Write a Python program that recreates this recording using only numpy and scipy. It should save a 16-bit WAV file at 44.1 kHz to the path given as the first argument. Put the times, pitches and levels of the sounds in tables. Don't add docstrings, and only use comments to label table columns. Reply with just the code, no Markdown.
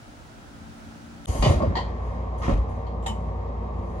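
import sys
import numpy as np
from scipy import signal
from scipy.fft import rfft, irfft
from scipy.io import wavfile
from scipy.ndimage import uniform_filter1d

SR = 44100
rng = np.random.default_rng(int(sys.argv[2]) if len(sys.argv) > 2 else 0)


def master_out(mix):
    frames = np.transpose(np.atleast_2d(mix))
    ceiling = np.clip(frames, -1, 1)
    pcm = np.round(ceiling * 32767).astype(np.int16)
    wavfile.write(sys.argv[1], SR, pcm)


N = 176400
T = np.arange(N) / SR

# multiple of the firing rate, level in dB.
ENGINE_ORDERS = [(1, -31.5), (1.4, -43.5), (1.575, -40), (2.6, -50), (3.14, -49), (4, -52.5), (6, -52.5),
                 (8, -48.5), (9.55, -50), (10.7, -51.5), (12.6, -53.5), (13.06, -52), (14.36, -56.5),
                 (16.12, -51), (18.07, -53.5), (19.28, -55)]
# frequency in Hz, relative density in dB.
ROAR_SPECTRUM = [(25, -5), (50, 5.5), (90, 8), (125, 4), (180, -1.5), (235, 1.5), (295, -8), (370, -5.5),
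                 (460, -2), (560, -4), (680, -8.5), (800, -7), (930, -5.5), (1020, -10), (1130, -9),
                 (1240, -17), (1420, -40.5), (1600, -55), (2000, -76)]
def diesel_idle(firing_hz=58.08, roar_db=-35.5, throb_depth=0.13):
    hz = firing_hz * (1 + 0.004133 * wander(5))
    tones = sum(undb(db + min(k, 2) * 1.15 * wander(8)) * tone(k * hz) for k, db in ENGINE_ORDERS)
    throb = 1 + throb_depth * np.sin(2 * np.pi * np.cumsum(hz) / SR)
    return tones + undb(roar_db + 0.61 * wander(24.5)) * throb * cab_noise(ROAR_SPECTRUM)


# start in seconds, level in dB, noise t60 in seconds, relative ring in dB.
DOOR_BLOWS = [(1.277, -32, 0.55, -19), (1.345, -34, 0.56, -0.5), (1.423, -21, 0.28, -3.5),
              (1.459, -18, 0.2, -5), (1.494, -21.5, 0.54, -10), (1.600, -26, 0.31, -1.5),
              (1.618, -25, 0.77, -1.5), (2.478, -20, 0.11, -11.5), (2.491, -21, 0.33, -13)]
# frequency in Hz, relative density in dB.
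DOOR_SPECTRUM = [(25, -15), (55, -3), (110, 8.5), (180, 8), (260, 3.5), (390, 2), (480, -6.5), (620, -3.5),
                 (800, -11.5), (1100, -9), (1450, -27.5), (2500, -37), (6000, -88)]
# frequency in Hz, relative level in dB, t60 in seconds.
DOOR_RING = [(172, -9, .2), (240, -2, .32), (360, -9, .25), (562, 0, .36), (624, 1, .26), (700, -9, .2),
             (900, -7, .2), (1060, -6, .18)]
def door():
    return strikes(DOOR_BLOWS, DOOR_SPECTRUM, DOOR_RING, rise_s=0.005)


# start in seconds, frequency in Hz, level in dB, t60 in seconds.
BODY_BOOMS = [(1.285, 74, -20, 0.067), (1.378, 49, -17, 0.26), (1.462, 122.4, -15, .12),
              (1.488, 89.5, -9, 0.077), (1.549, 73.4, -20.5, 0.37), (1.666, 85.5, -15, 0.16),
              (2.47, 61, -22, 0.076), (2.512, 50, -13.5, 0.23), (2.519, 106.5, -27.5, .25),
              (2.577, 61.4, -23, 0.39), (3.092, 215, -30.5, 0.15)]
def car_body(right_lag_s=0.00071):
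    t = T - np.array([[0], [right_lag_s]])
    return sum(undb(db) * np.sqrt(2) * np.sin(2 * np.pi * hz * (t - at)) * envelope(at, 0.014, 0, t60)
               for at, hz, db, t60 in BODY_BOOMS)


LATCH_BLOWS = [(1.423, -23, 0.23, -10), (1.437, -28.5, .2, -11), (1.447, -24.5, 0.5, -13),
               (1.618, -44, 0.35, -11), (1.647, -59, .25, -2)]
LATCH_SPECTRUM = [(400, -23), (650, 20), (1150, 12.5), (1480, -17), (1900, 4.5), (2900, 1), (3800, -2),
                  (5000, -5.5), (6500, -10.5), (8500, -16), (11500, -38), (14000, -49)]
LATCH_RING = [(1893, -4, .27), (2193, -4, .27), (2435, -2, .22), (2962, 0, .24), (3510, -9, .25),
              (4576, -8, .22), (4820, -5, .28), (6185, -11, .23), (7214, -14, .3)]
CATCH_BLOWS = [(1.753, -26, 0.2, -7.5), (1.767, -26, 0.22, -4), (1.786, -35, 0.39, -20),
               (2.865, -46.5, 0.28, -12)]
CATCH_SPECTRUM = [(300, 10.5), (600, 8), (780, 12), (980, 20.5), (1250, -5), (1460, -11), (1900, 5.5),
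                  (2550, -10.5), (3150, 4), (3700, -8), (4350, 1.5), (4950, -9.5), (5400, -17),
                  (6200, -18.5), (7000, -20), (12000, -44)]
CATCH_RING = [(750, 2, .18), (904, 0, .22), (985, 0, .16), (1900, -5, .17), (1976, -9, .22), (3122, -5, .2),
              (4210, -7, .14), (4538, -12, .16)]
LEVER_BLOWS = [(3.024, -55, 0.87, -20), (3.061, -31, 0.18, 0.5), (3.077, -41, 0.22, -4)]
LEVER_SPECTRUM = [(400, -25), (800, 14.5), (1150, 3.5), (1480, -10.5), (2000, 2), (2500, -4), (3050, 7),
                  (3400, -4), (3750, 0), (4500, -12.5), (6000, -8), (6800, -9), (7300, -2.5), (8600, -10),
                  (11500, -16), (13000, -28), (15000, -41)]
LEVER_RING = [(790, 5, .16), (910, 4, .3), (2008, -12, .2), (3004, 2, .19), (3085, -6, .16),
              (3661, -11, .15), (7300, -10, .15), (7628, -15, .18), (8226, -19, .16)]
def metal_parts(rise_s=0.003):
    latch = strikes(LATCH_BLOWS, LATCH_SPECTRUM, LATCH_RING, rise_s)
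    catch = strikes(CATCH_BLOWS, CATCH_SPECTRUM, CATCH_RING, rise_s)
    lever = strikes(LEVER_BLOWS, LEVER_SPECTRUM, LEVER_RING, rise_s)
    return latch + catch + lever


# frequency in Hz, relative density in dB.
RUB_SPECTRUM = [(200, 9), (700, 3), (1100, 8), (1300, -2), (1500, -15), (1900, -2.5), (3000, -7),
                (4000, -16.5), (6500, -19.5), (11000, -38), (14000, -64)]
def slide(start_s=2.415, rub_db=-34.5, grit_hz=258.4, squeak_hz=1247, squeak_db=-36.5):
    grit = undb(rub_db + 2 * wander(grit_hz))
    rub = cab_noise(RUB_SPECTRUM) * grit * envelope(start_s, rise=0.0092, hold=0.092, t60=0.34)
    squeak = tone(squeak_hz + 18 * wander(110)) * envelope(start_s, rise=0.01, hold=0, t60=0.19)
    return rub + undb(squeak_db) * squeak


# start, rise and hold in seconds, level in dB, t60 in seconds.
AIR_PUFFS = [(1.246, 0.016, 0.25, -42, 0.35), (1.92, 0.13, 0.091, -69, 0.95),
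             (2.375, 0.0088, 0.15, -58.5, 0.28), (2.684, 0.012, 0.015, -65.5, 0.65),
             (3.103, 0.076, .03, -71, 0.63), (3.593, 0.46, 0.12, -66.5, .5)]
# frequency in Hz, relative density in dB.
AIR_SPECTRUM = [(700, 11.5), (1500, -12.5), (2100, 0.5), (2650, -3), (3050, 7.5), (3500, -6.5),
                (4700, -0.5), (5400, -7), (6500, 5), (7700, -6), (8600, -0.5), (10000, 0), (12300, -9),
                (13300, -31), (16000, -46)]
def compressed_air():
    puffs = sum(undb(db) * envelope(start, rise, hold, t60) for start, rise, hold, db, t60 in AIR_PUFFS)
    return cab_noise(AIR_SPECTRUM) * undb(0.96 * wander(29.97)) * puffs


# multiple of the hum's pitch, relative level in dB.
HUM_ORDERS = [(.75, -6), (1, 2), (1.26, -2), (1.399, -15)]
# frequency in Hz, relative density in dB.
EXHAUST_SPECTRUM = [(30, -20), (60, -2), (85, -3), (130, -14), (175, 4), (260, -30), (600, -62)]
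def small_car(start_hz=214.2, climb_hz_per_s=12, hum_db=-53.5, exhaust_db=-56.5, swell_s=0.75):
    hz = (start_hz + climb_hz_per_s * T) * (1 + 0.0075 * wander(12.4))
    hum = sum(tone(k * hz) * undb(hum_db + db + 2 * wander(8.35)) for k, db in HUM_ORDERS)
    exhaust = undb(exhaust_db + 2 * wander(14.8)) * noise(EXHAUST_SPECTRUM, STREET_WIDTH)
    return (hum + exhaust) * np.minimum(T / swell_s, 1)


# frequency in Hz, relative density in dB.
TICK_SPECTRUM = [(500, -21.5), (1500, -10), (2500, -15), (3600, 0), (5000, -37), (9000, -9), (12000, -30),
                 (15000, -36)]
def tick(start_s=1.256, level_db=-38):
    return undb(level_db) * noise(TICK_SPECTRUM, STREET_WIDTH) * (T > start_s)


# frequency in Hz, relative density in dB.
TRAFFIC_SPECTRUM = [(15, -55), (25, -25), (45, -1.5), (82, 1), (193, -8.5), (227, -4.5), (330, -8),
                    (420, -16), (703, -13), (1170, -21), (1300, -15.5), (1950, -24.5), (4000, -29),
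                    (6300, -32), (9300, -37), (11200, -39), (12500, -57), (15500, -39)]
# time in seconds, level in dB.
TRAFFIC_LEVEL = [(0, -46), (.5, -44.5), (.85, -44.5), (1.22, -44.5)]
# frequency in Hz, side minus mid in dB.
STREET_WIDTH = [(40, -29), (70, 1.5), (130, -8), (220, -18), (380, -1), (700, -0.5), (1300, 3), (4400, -1),
                (15000, -0.5)]
def traffic():
    level_db = np.interp(T, *np.array(TRAFFIC_LEVEL).T) + 0.5 * wander(5)
    return noise(TRAFFIC_SPECTRUM, STREET_WIDTH) * undb(level_db)


# frequency in Hz, relative density in dB.
VENT_SPECTRUM = [(800, -8), (1450, -1), (1950, 5), (2900, -4), (4000, -10), (6500, -17.5), (10000, -29),
                 (12000, -46), (15000, -56)]
# time in seconds, relative level in dB.
VENT_LEVEL = [(1.3, 5.5), (2.2, 1.5), (2.8, 0), (3.0, -2), (3.2, 0), (3.5, -2), (4, 0.5)]
def ventilation(level_db=-54.5):
    swell_db = np.interp(T, *np.array(VENT_LEVEL).T) + 0.5 * wander(12)
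    return undb(level_db + swell_db) * cab_noise(VENT_SPECTRUM)


# frequency in Hz, side minus mid in dB.
CAB_WIDTH = [(40, -30), (65, -19), (110, -16.5), (200, -10), (380, -5), (700, -3.5), (1100, -5.5),
             (1500, 13), (2100, 1), (2800, -8), (4000, 2), (8000, -1.5)]
STANDING_WAVES = rng.standard_normal((2, 4000))
def cab_noise(spectrum, depth_db=3.5, spacing_hz=27.73):
    place = np.arange(N // 2 + 1) * SR / N / spacing_hz
    ripple = np.array([np.interp(place, np.arange(len(row)), row) for row in STANDING_WAVES])
    above_bass = np.clip(place / 20 - 0.5, 0, 1)
    return unit(irfft(rfft(noise(spectrum, CAB_WIDTH)) * undb(depth_db * above_bass * ripple), N))


def strikes(blows, spectrum, modes, rise_s, beat_db=2.5, jitter_hz=18, scatter_db=1.2):
    total = np.sqrt(sum(undb(db) ** 2 for _, db, _ in modes))
    voices = [(undb(db + beat_db * wander(60)) * tone(hz + jitter_hz * wander(110)), decay)
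              for hz, db, decay in modes]
    out = 0
    for start, db, t60, ring_db in blows:
        mix = undb(scatter_db * rng.standard_normal(len(modes))) / total
        ring = sum(gain * voice * envelope(start, rise_s, 0, decay)
                   for gain, (voice, decay) in zip(mix, voices))
        burst = cab_noise(spectrum) * envelope(start, rise_s, 0, t60)
        out = out + undb(db) * (burst + undb(ring_db) * ring)
    return out


def tone(hz, diffuse_hz=400):
    apart = min(np.mean(hz) / diffuse_hz, 1) ** 2 * np.pi / 4 * np.array([[1], [-1]])
    cycles = np.cumsum(np.broadcast_to(hz, N)) / SR + rng.random()
    return np.sqrt(2) * np.sin(2 * np.pi * cycles + apart)


def noise(spectrum, width):
    mid, side = rfft(rng.standard_normal((2, N)))
    side = side * gains(width)
    return unit(irfft(np.array([mid + side, mid - side]) * gains(spectrum), N))


def wander(rate_hz):
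    span = int(SR / rate_hz)
    steps = np.repeat(rng.standard_normal(N // span + 1), span)
    return 1.378 * uniform_filter1d(uniform_filter1d(steps, span), span)[:N]


def envelope(start, rise, hold, t60):
    release = np.maximum(T - start - rise - hold, 0)
    return np.clip((T - start) / rise, 0, 1) * np.exp(-np.log(1000) * release / t60)


def gains(points):
    hz, db = np.array(points, float).T
    return undb(np.interp(np.log(np.arange(N // 2 + 1) * SR / N + 1e-3), np.log(hz), db))


def lean(x, balance):
    return irfft(rfft(x) * gains(balance) ** np.array([[0.5], [-0.5]]), N)


def undb(db):
    return 10 ** (np.asarray(db) / 20)


def unit(x):
    return x / np.sqrt(np.mean(x ** 2))


# frequency in Hz, left minus right in dB.
STREET_LEAN = [(90, -0.5), (200, 1.5), (480, 1.5), (650, -3), (900, 1), (1200, -1.5), (2300, 3), (3300, 0),
               (6200, -6.5), (10000, 1)]
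CAB_LEAN = [(90, 0.5), (130, -4), (350, 0.5), (1700, -.5), (2900, 1), (3700, 4.5), (4600, 3), (6500, 9),
            (8000, 8.5), (10500, -3)]
def scene(street_end_s=1.259, cab_start_s=1.268):
    street = lean(small_car() + traffic(), STREET_LEAN) + tick()
    cab = diesel_idle() + door() + car_body() + metal_parts() + slide() + compressed_air() + ventilation()
    fade_in = np.clip((T - cab_start_s) / 0.02, 0, 1)
    return street * (T < street_end_s) + lean(cab, CAB_LEAN) * fade_in


def record(dry, ceiling=0.62, top_hz=15750):
    thinned = signal.sosfilt(signal.butter(4, 30, "high", fs=SR, output="sos"), dry)
    limited = thinned / (1 + (thinned / ceiling) ** 4) ** (1 / 4)
    return signal.sosfilt(signal.ellip(8, 0.2, 70, top_hz, fs=SR, output="sos"), limited)


dry = scene()
out = record(dry)
master_out(out)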